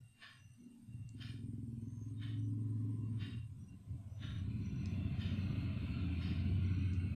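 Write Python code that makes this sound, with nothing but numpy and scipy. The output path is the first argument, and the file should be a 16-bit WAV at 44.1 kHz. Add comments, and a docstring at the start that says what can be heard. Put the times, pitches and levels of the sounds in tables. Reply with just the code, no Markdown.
"""A rasping beetle and distant traffic

A beetle held on a hand rasps once a second, each stroke a short dry scrape of its ridged file.
Behind walls an engine chugs, booms and drops to a slower beat; then road noise swells.
Thin whistles, faint high chirps and three tiny ticks sit on the microphone's hiss."""
import sys
import numpy as np
from scipy import signal
from scipy.fft import rfft, irfft, next_fast_len
from scipy.io import wavfile
from scipy.ndimage import uniform_filter1d, map_coordinates

SR = 44100
rng = np.random.default_rng(int(sys.argv[2]) if len(sys.argv) > 2 else 0)


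def pcm_store(signal):
    """Save signal as 16-bit PCM."""
    levels = np.round(np.clip(np.atleast_2d(signal), -1, 1) * 32767)
    wavfile.write(sys.argv[1], SR, levels.astype(np.int16).T)


N = 315315


def amp(db):
    """Decibels to gain."""
    return 10 ** (np.asarray(db) / 20)


def unit(x):
    """x at an average strength (rms) of 1."""
    return x / np.sqrt(np.mean(x ** 2) + 1e-20)


def even(x):
    """x held near strength 1, without slow swings."""
    window = signal.windows.hann(int(0.122 * SR))
    power = signal.fftconvolve(x ** 2, window / window.sum(), "same")
    return x / np.sqrt(np.abs(power) + 1e-9)


def clock():
    """The time of every sample."""
    return np.arange(N) / SR


def curves(rows):
    """One value per sample for each column after the time."""
    times, *columns = np.transpose(rows)
    return [np.interp(clock(), times, c) for c in columns]


def wobble(rate):
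    """A smooth curve through rate random points a second."""
    return map_coordinates(rng.standard_normal(int(N * rate / SR) + 4), [clock() * rate])


def filtered(x, response):
    """x with each frequency scaled by response(f)."""
    size = next_fast_len(N + SR // 2)
    return irfft(rfft(x, size) * response(np.fft.rfftfreq(size, 1 / SR)), size)[:N]


def coloured(x, points):
    """x shaped by (f/Hz, level/dB) points, at strength 1."""
    f, db = np.transpose(points)
    size = 2 ** 14
    gain = amp(np.interp(np.log(np.fft.rfftfreq(size, 1 / SR) + 1), np.log(f), db))
    cepstrum = irfft(np.log(gain))[:size // 2]
    cepstrum[1:] *= 2  # the filter rings only after a sound
    return unit(signal.fftconvolve(x, irfft(np.exp(rfft(cepstrum, size))))[:N])


def resonant(modes, f):
    """Gain of ringing peaks, each (f/Hz, width/Hz, level/dB)."""
    return np.sqrt(sum(amp(2 * db) / (1 + (2 * (f - hz) / width) ** 4) for hz, width, db in modes))


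def ripples(f, depth_db, step_hz):
    """Gain with random peaks and dips across frequency."""
    return amp(depth_db * np.interp(f / step_hz, np.arange(400), rng.standard_normal(400)))


def noise(patchy_db):
    """White noise with drifting loud and soft patches."""
    spectrum = signal.stft(rng.standard_normal(N), nperseg=1024)[2]
    patches = uniform_filter1d(rng.standard_normal(spectrum.shape), size=4, axis=0)
    patches = uniform_filter1d(patches, size=9, axis=1)
    return unit(signal.istft(spectrum * amp(patchy_db * unit(patches)))[1][:N])


def impulses(phase, scatter_db):
    """A click of random size each time phase passes a whole number."""
    at = np.flatnonzero(np.diff(np.floor(phase)) > 0)
    train = np.zeros(N)
    train[at] = amp(scatter_db * rng.standard_normal(len(at)))
    return train


def room(x, t60):
    """The room's echo of x, fading 60 dB in t60 seconds."""
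    t = np.arange(SR // 2) / SR
    tail = rng.standard_normal(len(t)) * amp(-60 * t / t60)
    return signal.fftconvolve(x, tail / np.linalg.norm(tail))[:N]


# tone of the hiss: f/Hz, level/dB
HISS_TONE = [(20, 24), (300, 3), (600, 4.5), (1500, 3.5), (3000, 2), (5000, -1), (7400, -2), (8000, 3.5),
             (8500, 6), (9000, -5), (9600, -3), (12600, -5), (13100, -6), (15500, -21)]
def hiss():
    """The microphone hisses softly throughout."""
    return amp(-77.5) * coloured(noise(patchy_db=3.5), HISS_TONE)


# engine speed: t/s, firings per second
FIRING_RATE = [(0, 20.52), (.9, 17.55), (1.2, 20.96), (1.8, 20.56), (2.3, 21.71), (3.15, 21.7),
               (3.6, 15.41), (4.3, 16.67), (4.6, 15.89), (5, 15.27), (5.7, 15.72), (6.2, 13.9),
               (6.5, 15.25), (7.15, 15.25)]
# engine loudness: t/s, thud level/dB, chug level/dB
ENGINE_LEVELS = [(0.0, -64, -69), (0.04, -59, -90), (0.18, -78.5, -73), (0.5, -58.5, -78.5),
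                 (0.55, -67.5, -81), (0.61, -70.5, -54.5), (0.78, -79.5, -60.5), (0.9, -54.5, -60),
                 (0.96, -49.5, -60), (1.0, -52, -63), (1.04, -45.5, -65), (1.08, -55, -75),
                 (1.15, -54, -56.5), (1.29, -48.5, -57), (1.39, -51, -55), (1.45, -48.5, -51),
                 (1.87, -49.5, -50.5), (1.91, -50, -56), (2.25, -45.5, -53.5), (2.43, -41, -49),
                 (2.61, -42.5, -47), (2.67, -41.5, -50.5), (2.89, -41.5, -46.5), (2.97, -44, -51),
                 (3.13, -42.5, -47.5), (3.19, -43, -53.5), (3.23, -42.5, -52), (3.29, -55, -50),
                 (3.36, -44, -52), (3.42, -47.5, -66), (3.48, -51, -70.5), (3.64, -54, -54.5),
                 (3.68, -60, -61.5), (3.72, -56, -54.5), (3.84, -63, -65.5), (3.92, -43, -56.5),
                 (4.02, -55, -61.5), (4.08, -51.5, -61), (4.18, -49.5, -74), (4.22, -48, -52.5),
                 (4.44, -43, -50), (4.58, -44, -46), (4.68, -46, -46.5), (5.04, -41.5, -44.5),
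                 (5.16, -42, -48), (5.32, -42, -43), (5.71, -41.5, -46), (5.73, -44, -47),
                 (5.99, -43.5, -45), (6.03, -41, -42), (6.21, -42, -47), (6.31, -42, -40.5),
                 (6.37, -40, -49), (6.49, -39, -39.5), (6.53, -36.5, -45), (6.83, -39, -43.5),
                 (6.87, -37, -48.5), (6.95, -41.5, -43), (6.99, -37.5, -51), (7.05, -40.5, -45),
                 (7.15, -43.5, -49.5)]
# how much of the thud is a steady boom: t/s, share/0-1
BOOM_SHARE = [(0, 0.14), (1.8, 0), (2.2, 0.56), (2.5, 0.92), (3.15, 0.82), (3.3, 0.13), (4.8, 0),
              (5.1, 0.46), (5.7, 0.03), (6.2, 0.4), (6.5, 0.66), (6.95, 0.7), (7.15, 0.43)]
# tones at 11 and 13 times the firing rate: t/s, lower share/0-1, upper share/0-1
SONG_SHARES = [(.5, 0.2, 0), (.62, 0, 0.52), (.78, 0, 0.45), (.88, 0.49, 0.4), (1.1, 0.09, 0.08),
               (1.4, 0.25, 0.01), (1.55, 0.34, 0), (1.8, 0.53, 0.05), (2, 0.03, 0), (2.25, 0, 0.38),
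               (2.85, 0.01, 0.43), (3.1, 0, 0), (3.35, 0, 0)]
# exhaust through the walls, at the fast and the slow beat: f/Hz, level/dB
FAST_THUD = [(20, -19), (45, -33), (65, -9.5), (85, -16.5), (105, 4), (123, 6.5), (145, -10.5), (180, -8.5),
             (260, -63.5), (2000, -130)]
SLOW_THUD = [(20, -18), (45, -33), (62, -7), (85, 2), (112, 2), (135, -3.5), (160, -13), (250, -64.5),
             (2000, -130)]
FAST_CHUG = [(120, -43), (175, -17), (228, 0.5), (255, -1), (278, -2.5), (312, -15.5), (380, -18.5),
             (440, -27), (520, -42), (900, -63.5), (3000, -120)]
SLOW_CHUG = [(110, -27.5), (170, 1.5), (220, -0.5), (250, -8.5), (283, -2.5), (322, -21.5), (365, -16.5),
             (410, -25.5), (500, -34.5), (900, -55.5), (3000, -120)]
def engine():
    """Each firing sends a thud and a rough chug through the walls; overtones boom and sing."""
    rate, = curves(FIRING_RATE)
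    thud_db, chug_db = curves(ENGINE_LEVELS)
    share, = curves(BOOM_SHARE)
    lower, upper = curves(SONG_SHARES)
    slow, = curves([(3.2, 0.12), (3.5, 0.98)])
    # how far the firings stand out from their echo
    punch, = curves([(0, 0.35), (.8, 0.53), (1, 1.4), (1.7, 1.47), (2.4, 0.75), (3.3, 0.59),
                     (4, 0.28), (4.6, 0.69), (5.7, 0.54), (6.1, 0.32), (7.15, 0.52)])
    phase = np.cumsum(rate) / SR + 0.17
    firings = punch * unit(impulses(phase + 0.011 * wobble(20), scatter_db=1.75))
    gas = np.exp(-0.47 * (phase % 1))  # swirling gas follows every firing

    def exhaust(rough, walls):
        puffs = unit(gas * rng.standard_normal(N))
        return even(coloured(firings + rough * puffs, walls))

    blend = lambda a, b: np.sqrt(1 - slow) * a + np.sqrt(slow) * b
    overtone = lambda n: np.sqrt(2) * np.sin(2 * np.pi * n * phase)
    boom = blend(overtone(5), overtone(6)) * amp(0.27 * wobble(8.4))
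    thud = blend(exhaust(0.8, FAST_THUD), exhaust(1.0, SLOW_THUD))
    thud = np.sqrt(1 - share) * thud + np.sqrt(share) * boom
    song = (np.sqrt(lower) * overtone(11) + np.sqrt(upper) * overtone(13)) * amp(2.8 * wobble(14))
    chug = blend(exhaust(1.7, FAST_CHUG), exhaust(1.83, SLOW_CHUG))
    chug = np.sqrt(np.abs(1 - lower - upper)) * chug + song
    return amp(thud_db + 2.15) * even(thud) + amp(chug_db + .1) * even(chug)


# loudness of the whirr: t/s, level/dB
WHIRR_LEVELS = [(0, -106), (1, -102), (1.6, -95.5), (2, -83), (2.35, -89.5), (2.7, -79.5), (3.15, -76),
                (3.5, -89.5), (4.2, -83), (5.3, -75.5), (6.5, -81), (7.15, -87)]
def whirr():
    """The engine whirrs faintly above its chug."""
    tone = [(500, -20), (660, -6), (790, -20), (920, -7), (1030, 6.5), (1150, -7.5), (1400, -18.5),
            (3000, -19.5), (6000, -36.5), (12000, -54.5)]
    return amp(curves(WHIRR_LEVELS)[0] + 2.5) * even(coloured(noise(patchy_db=3.5), tone))


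# thin tones: start t/s, end t/s, f/Hz, slide/Hz, level/dB
THIN_TONES = [(0, 0.602, 2777, -7.5, -77.5), (0.595, 0.776, 2780, 0, -81.5), (0.836, 1.244, 2766, -5, -80),
              (2.989, 3.105, 2760, -8, -81), (3.3, 3.49, 2766, 5, -74), (3.677, 3.76, 2766, -2, -77),
              (0.293, 0.71, 5920, 84, -82), (1.808, 2.14, 6280, 174, -79.5),
              (2.373, 2.508, 5850, 61, -81.5), (3.583, 3.703, 5800, 13, -79),
              (4.071, 4.447, 5930, -2, -76.5), (4.586, 4.962, 5840, 110.5, -75),
              (5.137, 5.65, 5900, 2, -82), (6.602, 7, 5800, 62.5, -80.5), (1.147, 1.553, 9050, 1, -82.5),
              (4.25, 4.423, 9130, 0, -84), (2.169, 2.21, 3730, 0, -76)]
def whistles():
    """Faint scratchy tones come and go."""
    t, out = clock(), np.zeros(N)
    flicker = wobble(150) + 1j * wobble(150)
    flutter = wobble(35)
    for start, end, hz, slide_hz, db in THIN_TONES:
        on = (t > start) & (t < end)
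        progress = (t[on] - start) / (end - start)
        swell = np.sqrt(np.abs(np.sin(np.pi * progress))) * amp(2.7 * flutter[on])
        rough = (hz / 5000) ** 2  # higher tones break up more
        phase = np.cumsum(hz + slide_hz * progress) / SR
        tone = (1 + rough * flicker[on]) * np.exp(2j * np.pi * phase)
        out[on] += amp(db) * swell * unit(tone.real)
    return out


# loudness of the chirps: t/s, level/dB
CHIRP_LEVELS = [(0, -79.5), (1.5, -81.5), (3.4, -79), (4.4, -98), (5, -108), (7.15, -78)]
def chirps():
    """A high, narrow noise pulses about seven times a second."""
    beat = np.cumsum(7 + 2.57 * wobble(6.2)) / SR
    trill = filtered(rng.standard_normal(N), lambda f: resonant([(8620, 150, 0)], f))
    return amp(curves(CHIRP_LEVELS)[0] - 3) * unit(np.abs(np.sin(np.pi * beat)) * trill)


# strokes: t/s, level/dB, top edge f/Hz, length/s, ring f/Hz, brightness/dB per octave
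RASPS = [(0.229, -57, 5250, 0.11, 1730, -1), (1.218, -57, 5850, 0.12, 2400, 2.5),
         (2.228, -58.5, 4420, 0.12, 2990, 0), (3.217, -56, 5000, 0.12, 2760, .5),
         (4.23, -56, 4300, 0.15, 3050, -0.5), (5.209, -56, 4900, 0.15, 2960, .5),
         (6.225, -56.5, 5480, 0.15, 4830, -0.5)]
# where the shell rings: f/Hz, width/Hz, level/dB
SHELL_RINGS = [(668, 94, -5.5), (1102, 80, -2.5), (1473, 280, -3), (1820, 220, 1), (2374, 470, -2.5),
               (2966, 390, 0), (3120, 120, 3), (3660, 260, 2.5), (4280, 150, -3.5), (4865, 200, -4),
               (5370, 250, -8.5), (6430, 200, -7.5), (6950, 240, -12), (9250, 300, -14)]
def beetle(teeth_hz=900, rise_s=0.02, bite_s=0.015):
    """A scraper drags over a file: uneven tooth clicks ring the shell, hardest at the start."""
    teeth = impulses(np.cumsum(teeth_hz * np.exp(.35 * wobble(400))) / SR, scatter_db=5)
    scrape = unit(teeth) + 1.27 * noise(patchy_db=2.5)
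    scrape = filtered(scrape, lambda f: resonant(SHELL_RINGS, f) + amp(-26) * (f > 400))
    out = np.zeros(N)
    for start, db, edge_hz, length, ring_hz, bright_db in RASPS:
        t = clock() - start
        after = np.maximum(t, 0)
        # each stroke grips differently and picks out new pitches
        grip = lambda f: ripples(f, 2.5, step_hz=60) * amp(bright_db * np.log2((f + 100) / 2500))
        edge = lambda f: amp(-8) + 1 / np.sqrt(1 + (f / edge_hz) ** 50)
        rasp = unit(filtered(scrape, lambda f: grip(f) * edge(f)))
        # pressure builds fast, bites, then eases until the scraper lifts off
        build = np.exp(np.minimum(t, 0) / rise_s)
        press_db = 2.5 * np.exp(-(t / bite_s) ** 2) - 8 * (after / length) ** 2
        stroke = amp(db - 1.5 + press_db) * build * rasp
        # one pitch rings on after the rest
        ring = unit(filtered(scrape, lambda f: resonant([(ring_hz, 100, 0)], f)))
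        ring *= 2 * amp(db - 15.5 - 60 * after / 0.62) * (1 - np.exp(-after / 0.023))
        out += stroke + ring + amp(-6) * room(stroke, t60=0.26)
    return out


# tiny snaps: t/s, level/dB, centre f/Hz, time to fade by 60 dB/s
SNAPS = [(1.091, -56, 6330, 0.01), (4.858, -45, 5800, 0.0071), (6.933, -67, 5550, 0.1)]
def ticks():
    """Bright ticks, as of a claw on shell, each with a short echo."""
    out = np.zeros(N)
    for start, db, hz, t60 in SNAPS:
        t = clock() - start
        snap = amp(db + 10 - 60 * np.abs(t) / t60) * (t > 0) * rng.standard_normal(N)
        out += filtered(snap, lambda f: resonant([(hz, 3800, 0)], f) ** 2)
    return out + amp(-9) * room(out, t60=.35)


# road loudness: t/s, rush level/dB, roar level/dB
ROAD_LEVELS = [(3.7, -83, -88), (4, -89, -77.5), (4.25, -80, -73), (4.45, -72, -82), (4.65, -65.5, -82.5),
               (4.8, -66.5, -78), (4.95, -60, -66.5), (5.1, -63.5, -69), (5.4, -58, -66.5),
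               (5.7, -58.5, -66.5), (6.05, -57.5, -70), (6.5, -59, -68.5), (6.75, -59, -79.5),
               (6.95, -61, -81), (7.15, -63.5, -72)]
# tone of the high rush and the low roar: f/Hz, level/dB
RUSH_TONE = [(500, -40), (850, -14), (1050, -3.5), (1200, -5), (1350, -3), (1560, -1), (1740, -11.5),
             (2100, 0), (2700, 4), (3300, -6), (4000, -8), (4300, -7), (4800, -24), (5400, -32.5),
             (7000, -35), (16000, -47.5)]
ROAR_TONE = [(300, -25), (480, -6.5), (670, 4.5), (780, -2.5), (850, -11.5), (1200, -36.5)]
# where the rush rings: f/Hz, width/Hz, level/dB
RUSH_RINGS = [(1373, 170, 2), (2120, 280, -9), (2754, 120, -7.5), (3530, 60, -1.5), (4080, 70, -0.5),
              (4300, 91, -3.5)]
def road():
    """Traffic noise swells; reflections carve hollows in its tone that shift as it moves."""
    rush_db, roar_db = curves(ROAD_LEVELS)
    arrival, = curves([(3.6, 0.29), (4, 0.92)])
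    air = coloured(noise(patchy_db=2.5), RUSH_TONE)
    air = filtered(air, lambda f: 1 + .8 * resonant(RUSH_RINGS, f))
    rush = np.zeros(N)
    for centre in np.arange(3.5, 8, .5):
        fade = np.maximum(0, 1 - np.abs(clock() - centre) / .5)
        rush += fade * unit(filtered(air, lambda f: ripples(f, 4, step_hz=70)))
    roar = even(coloured(noise(patchy_db=5), ROAR_TONE))
    return arrival * (amp(rush_db + 0.51 * wobble(12)) * rush + amp(roar_db + 1.5) * roar)


def scene():
    """The beetle close by, the traffic far off, and steady hiss."""
    return (hiss() + beetle() + engine() + whirr() + road() + ticks() + whistles() + chirps())[None]


def record(dry, top_hz=15500):
    """Soften both ends and cut the highest treble."""
    ends = signal.windows.tukey(N, .002)
    return filtered(dry[0] * ends, lambda f: f < top_hz)[None]


dry = scene()
out = record(dry)
pcm_store(out)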